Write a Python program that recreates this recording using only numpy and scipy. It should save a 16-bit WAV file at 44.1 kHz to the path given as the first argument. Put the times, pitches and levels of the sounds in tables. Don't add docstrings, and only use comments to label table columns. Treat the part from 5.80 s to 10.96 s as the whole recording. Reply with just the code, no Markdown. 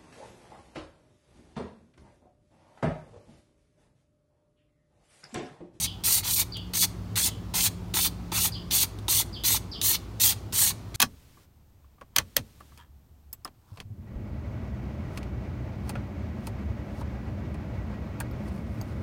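import sys
import numpy as np
from scipy import signal
from scipy.fft import rfft, irfft, next_fast_len
from scipy.io import wavfile
from scipy.ndimage import uniform_filter1d, map_coordinates

SR = 44100
rng = np.random.default_rng(int(sys.argv[2]) if len(sys.argv) > 2 else 0)


def file_out(sig):
    cols = np.atleast_2d(sig).T
    lim = np.clip(cols, -1, 1)
    pcm = np.round(lim * 32767).astype(np.int16)
    wavfile.write(sys.argv[1], SR, pcm)


N = 227545
TOP_HZ = 15900


def amp(db):
    return 10 ** (np.asarray(db) / 20)


def unit(x):
    return x / np.sqrt(np.mean(x ** 2) + 1e-20)


def along(points, hz):
    point_hz, values = np.transpose(points)
    return np.interp(np.log(hz + 1), np.log(point_hz + 1), values)


def curves(rows):
    times_s, *columns = np.transpose(rows)
    return [np.interp(np.arange(N) / SR, times_s, column) for column in columns]


def wobble(rate):
    knots = rng.standard_normal(int(N * rate / SR) + 4)
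    return map_coordinates(knots, [np.arange(N) * rate / SR])


def filtered(x, response):
    size = next_fast_len(N + SR // 2)
    hz = np.fft.rfftfreq(size, 1 / SR)
    return irfft(rfft(x, size) * response(hz), size)[:N]


def below(hz, edge, order=12):
    return 1 / (1 + (hz / edge) ** order)


def resonance(modes, f):
    return sum(amp(db) * 1j * f * w / (hz * hz - f * f + 1j * f * w) for hz, w, db in modes)


def noise(spectrum):
    return unit(filtered(rng.standard_normal(N), lambda hz: amp(along(spectrum, hz))))


def patchy(x, depth_db):
    bins = signal.stft(x, nperseg=1024)[2]
    field = uniform_filter1d(rng.standard_normal(bins.shape), size=3, axis=0)
    field = uniform_filter1d(field, size=7, axis=1)
    return signal.istft(bins * amp(depth_db * unit(field)), nperseg=1024)[1][:N]


def add(track, s, sound):
    start = int(np.clip(round(s * SR), 0, N))
    track[start:start + len(sound)] += sound[:N - start]


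def sanding(cuts_per_s=12000, dust=0.98, judder_db=0.8, chatter_db=1.5, catch_db=2.5, rasp_db=-0.5, scrape_db=-1):
    # start_s, length_s, touchdown_db, rise_s, push_db,
    # second_surge_s (from the start), surge_db, brightness_db, rasp_db (paper), scrape_db (shoe),
    # mid_scrape_cut_db (negative swells), edge_flare_db
    stroke_rows = [ (0.0, 0.081, -32, .015, -29.5, 0.038, -26, -6, -34.5, -48, 8, 8),
                   (0.237, 0.19, -35, 0.034, -23, .105, -21, -2.5, -31, -41, 6, -1),
                   (0.426, 0.22, -72, 0.098, -25.5, .181, -22.5, .5, -31, -40, 18, 2.5),
                   (0.935, 0.13, -45, 0.023, -28, 0.12, -19, -2.5, -32, -41.5, 28, 10),
                   (1.3574, 0.15, -38, 0.019, -26.5, 0.11, -24.5, -3.5, -30.5, -39, 13, 4),
                   (1.738, 0.16, -50, 0.021, -27, 0.13, -23, -2, -29, -37, 12, 1.5),
                   (2.138, .158, -46, 0.022, -26, 0.13, -24, 0, -30.5, -37.5, 15, 3),
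                   (2.517, 0.19, -54, 0.055, -26, 0.13, -23.5, -0.5, -30, -36.5, 13, -4.5),
                   (2.906, 0.16, -57, 0.049, -21, 0.12, -23, 1, -28.5, -38.5, 6.5, 1),
                   (3.285, 0.16, -37, .019, -22.5, 0.11, -23, -1, -30, -42.5, .5, 0.5),
                   (3.637, .16, -42, 0.036, -21.5, 0.095, -22.5, 1.5, -28.5, -40.5, 3, 1.5),
                   (4.013, 0.17, -50, 0.055, -20.5, 0.078, -22, 1, -30.5, -46, -6, 11.5),
                   (4.399, 0.15, -34, 0.022, -19.5, 0.046, -18.5, -.5, -27, -39, 4, 3.5),
                   (4.724, 0.21, -41, 0.091, -20.5, 0.092, -18.5, -3, -30.5, -40, 0.5, 2),
                   (5.143, .15, -58, 0.041, -29.5, .115, -23, -8.5, -35, -44, 5, 2)]
    # (per Hz, relative)
    grit_colour = [(200, -24), (560, -31), (850, -13), (1600, -19.5), (2100, -10.5), (2700, -4), (3600, -3),
                   (4400, 3), (5100, -1.5), (6600, 2), (7700, -1.5), (9400, 3), (10500, -5), (11700, 2),
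                   (15800, 0)]
    # pitch_hz, width_hz, level_db
    grit_rings = [(2380, 25, -25), (3420, 82, 1.5), (3680, 470, -6), (4350, 150, -9), (5900, 97, -8),
                  (6190, 160, -17), (8550, 220, -7.5)]
    split_hz = (2200, 6000)
    sizzle_hz = 10500

    cuts = (rng.random(N) < cuts_per_s / SR) * rng.standard_normal(N)
    grit = unit(cuts) + dust * rng.standard_normal(N)
    grit = patchy(grit, depth_db=3.0)
    grit = filtered(grit, lambda hz: amp(along(grit_colour, hz)) * (1 + resonance(grit_rings, hz)))

    scrape = unit(filtered(grit, lambda hz: below(hz, split_hz[0])))
    rasp = unit(filtered(grit, lambda hz: below(hz, split_hz[1]) - below(hz, split_hz[0])))
    hiss = unit(filtered(grit, lambda hz: (1 - below(hz, split_hz[1])) * (hz < TOP_HZ)))
    sizzle = filtered(hiss, lambda hz: 1 - below(hz, sizzle_hz))
    scrape = scrape * amp(catch_db * wobble(110) + scrape_db)
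    rasp = rasp * amp(chatter_db * wobble(130) + rasp_db)

    gains = sum(stroke(*row) for row in stroke_rows)
    rubbing = np.sum(gains * [sizzle, hiss - sizzle, rasp, scrape], axis=0)
    return rubbing * amp(judder_db * wobble(160))


def stroke(start, length, land_db, rise, push_db, surge_s, surge_db, bright_db, rasp_db, scrape_db, cut_db, edge_db):
    sag_db, sag_at = 2.8, 0.4
    lift_s = 0.034
    rasp_grows, scrape_grows = 0.48, 0.34
    cut_at, cut_width = 0.54, 0.12
    edge_s, edge_width_s = 0.025, 0.018
    edge_scrape = 1.05

    t = np.arange(N) / SR - start
    mean_db = (push_db + surge_db) / 2
    moments = np.sort([0, rise, rise + sag_at * (surge_s - rise), surge_s, length])
    heights = np.append(amp([land_db, push_db, mean_db - sag_db, surge_db]), 0)
    hiss = np.interp(t, moments, heights)
    effort = hiss / amp(mean_db)

    scrape_cut_db = cut_db * np.exp(-((t / length - cut_at) / cut_width) ** 2)
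    flare_db = edge_db * np.exp(-((t - length + edge_s) / edge_width_s) ** 2)
    rasp = amp(rasp_db + flare_db) * effort ** rasp_grows
    scrape = amp(scrape_db - scrape_cut_db + edge_scrape * flare_db) * effort ** scrape_grows
    contact = (t >= 0) * np.clip((length - t) / lift_s, 0, 1)
    return contact * np.array([hiss * amp(bright_db / 2), hiss * amp(-bright_db / 2), rasp, scrape])


def ticks(t60=0.043, snap_t60=0.0047, gain_db=-6, tock_db=-12, tock_t60=0.017):
    # start_s, level_db (ahead of the gains)
    landings = [(0.239, -23), (0.7693, -23), (0.936, -14.5), (1.357, -21), (1.74, -16), (2.141, -10),
                (2.5185, -20), (2.91, -11), (3.188, -31), (3.282, -9), (3.6371, -18), (4.0149, -8.5),
                (4.3982, -17.5), (4.725, -34)]
    # pitch_hz, width_hz, level_db
    paper_modes = [(3800, 1300, -2.5), (6500, 2040, -11.5), (8640, 1000, -11.5), (13600, 3300, -21)]
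    snaps, tocks = np.zeros(N), np.zeros(N)
    t = np.arange(SR // 20) / SR
    fade = amp(-60 * t / t60) + amp(-60 * t / snap_t60)
    lowest_mode = np.sin(2 * np.pi * paper_modes[0][0] * t)
    hardest_db = max(db for s, db in landings)
    for s, db in landings:
        add(snaps, s, amp(db + gain_db) * fade * rng.standard_normal(len(t)))
        ring_db = 2 * db - hardest_db + tock_db
        add(tocks, s, amp(ring_db - 60 * t / tock_t60) * lowest_mode)
    return tocks + filtered(snaps, lambda hz: resonance(paper_modes, hz))


def knocks(gain_db=-6, attack=0.00074):
    # start_s, level_db (ahead of the gain)
    catches = [(1.045, -33), (1.478, -35), (1.742, -28.5), (1.864, -42), (2.166, -23.5), (2.282, -47),
               (2.521, -26.5), (2.667, -37), (3.034, -29), (3.283, -23.5), (3.401, -27), (3.745, -24)]
    # pitch_hz, level_db (varied a little at each catch), t60_s
    shoe_modes = [(855, -9.5, 0.08), (890, 5, 0.031), (1010, -5, 0.069), (1140, -26.5, 0.041),
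                  (1304, -9, 0.096)]
    out, t = np.zeros(N), np.arange(SR // 10) / SR
    for s, db in catches:
        ring = np.zeros(len(t))
        for hz, mode_db, t60 in shoe_modes:
            fade = amp(mode_db + rng.normal(0, 0.63) - 60 * t / t60)
            ring += fade * np.sin(2 * np.pi * (hz * t + rng.random()))
        add(out, s, amp(db + gain_db) * ring * (1 - np.exp(-t / attack)))
    return out


def bumps(plate_hz=335, t60=0.057, attack=0.00086):
    # start_s, level_db (ahead of the fade)
    pushes = [(2.141, -28), (2.52, -29.5), (3.284, -32.5), (3.638, -33)]
    out, t = np.zeros(N), np.arange(SR // 5) / SR
    note = (1 - np.exp(-t / attack)) * np.sin(2 * np.pi * plate_hz * t)
    for s, db in pushes:
        add(out, s, amp(db - 60 * t / t60) * note)
    return out


def bird(trill_db=2, gain_db=-2, flutter=0.045):
    # start_s, level_db (ahead of the gain), tilt_db (per octave of pitch)
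    chirp_rows = [(0.036, -31.5, -6), (0.72, -32, -6), (1.47, -42, -8), (2.719, -35, 4.5),
                  (3.528, -34, -2.5), (3.914, -33, 3)]
    # time_s, pitch_hz (centre of the flutter), level_db (relative)
    call_shape = [(0, 4600, -12), (.004, 4950, 4), (.009, 4750, -3), (.016, 4500, 1), (.022, 3500, -5),
                  (.034, 3300, -1), (.048, 2950, -6), (.07, 3200, -28)]
    out, size = np.zeros(N), int(call_shape[-1][0] * SR)
    glide_hz, shape_db = (curve[:size] for curve in curves(call_shape))
    octaves = np.log2(glide_hz / glide_hz.mean())
    for s, db, tilt_db in chirp_rows:
        pitch_hz = glide_hz * (1 + flutter * wobble(1100)[:size])
        level_db = db + gain_db + shape_db + tilt_db * octaves + trill_db * wobble(258)[:size]
        add(out, s, amp(level_db) * np.sin(2 * np.pi * np.cumsum(pitch_hz) / SR))
    return out


def engine(third_db=0.5, unsteady=0.016, waver_db=1.0, boom_db=-40.5):
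    # time_s, pitch_hz (ahead of the unsteadiness)
    firing_pitch = [(2.0, 59.07), (2.7, 57.95)]
    # time_s, level_db (ahead of the waver)
    firing_level = [(0, -47), (1.2, -44), (2.9, -40.5), (3.8, -45), (5, -47)]
    # time_s, level_db (ahead of the trim)
    drone_level = [(0.0, -43.5), (0.49, -55.5), (0.85, -41.5), (2.95, -41), (3.08, -55.5), (5.16, -54)]
    # (per Hz, relative)
    boom_colour = [(30, -40), (44, -11), (54, -6.5), (70, -10), (80, -19.5), (88, -5), (94, -5.5), (102, 1),
                   (114, -7), (130, -24), (180, -54.5)]
    firing_hz = curves(firing_pitch)[0] * (1 + unsteady * wobble(14))
    phase = 2 * np.pi * np.cumsum(firing_hz) / SR
    firing = amp(curves(firing_level)[0] + waver_db * wobble(9.7)) * np.sin(phase)
    drone = amp(curves(drone_level)[0] + third_db) * np.sin(np.pi + 3 * phase)
    return firing + drone + amp(boom_db) * noise(boom_colour)


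def street():
    # (per Hz, relative)
    air_colour = [(20, -14), (45, -4), (100, -1), (190, -4), (260, -6.5), (390, -9.5), (470, -16),
                  (700, -17.5), (1200, -20.5), (1600, -27.5), (2500, -30.5), (4700, -33), (6500, -37.5),
                  (15800, -61)]
    # time_s, level_db
    street_level = [(0.0, -51.5), (0.24, -49), (0.59, -50), (1.35, -47.5), (5.16, -48.5)]
    air = patchy(noise(air_colour), depth_db=1.5)
    middle = filtered(air, lambda hz: (hz > 200) & (hz < 700))
    return air / np.std(middle) * amp(curves(street_level)[0])


def room(x, delay):
    # pitch_hz, t60_s
    decay_times = [(200, 0.24), (1500, 0.55), (3500, 0.35), (7000, 0.32), (15000, 0.17)]
    hz, t, bins = signal.stft(rng.standard_normal(SR), SR, nperseg=256)
    fade = amp(-60 * t / along(decay_times, hz)[:, None])
    tail = signal.istft(bins * fade, SR, nperseg=256)[1]
    tail = np.pad(tail / np.linalg.norm(tail), (int(delay * SR), 0))
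    return signal.fftconvolve(x, tail)[:N]


def scene():
    work = sanding() + ticks() + knocks() + bumps()
    call = bird()
    near = work + amp(-21.5) * room(work, delay=0.0039)
    far = call / 2 + amp(-1.5) * room(call, delay=0.001)
    return near + far + engine() + street()


def record(dry):
    low_hz = 40
    return filtered(dry, lambda hz: below(hz, TOP_HZ, order=200) - below(hz, low_hz, order=4))


dry = scene()
out = record(dry)
file_out(out)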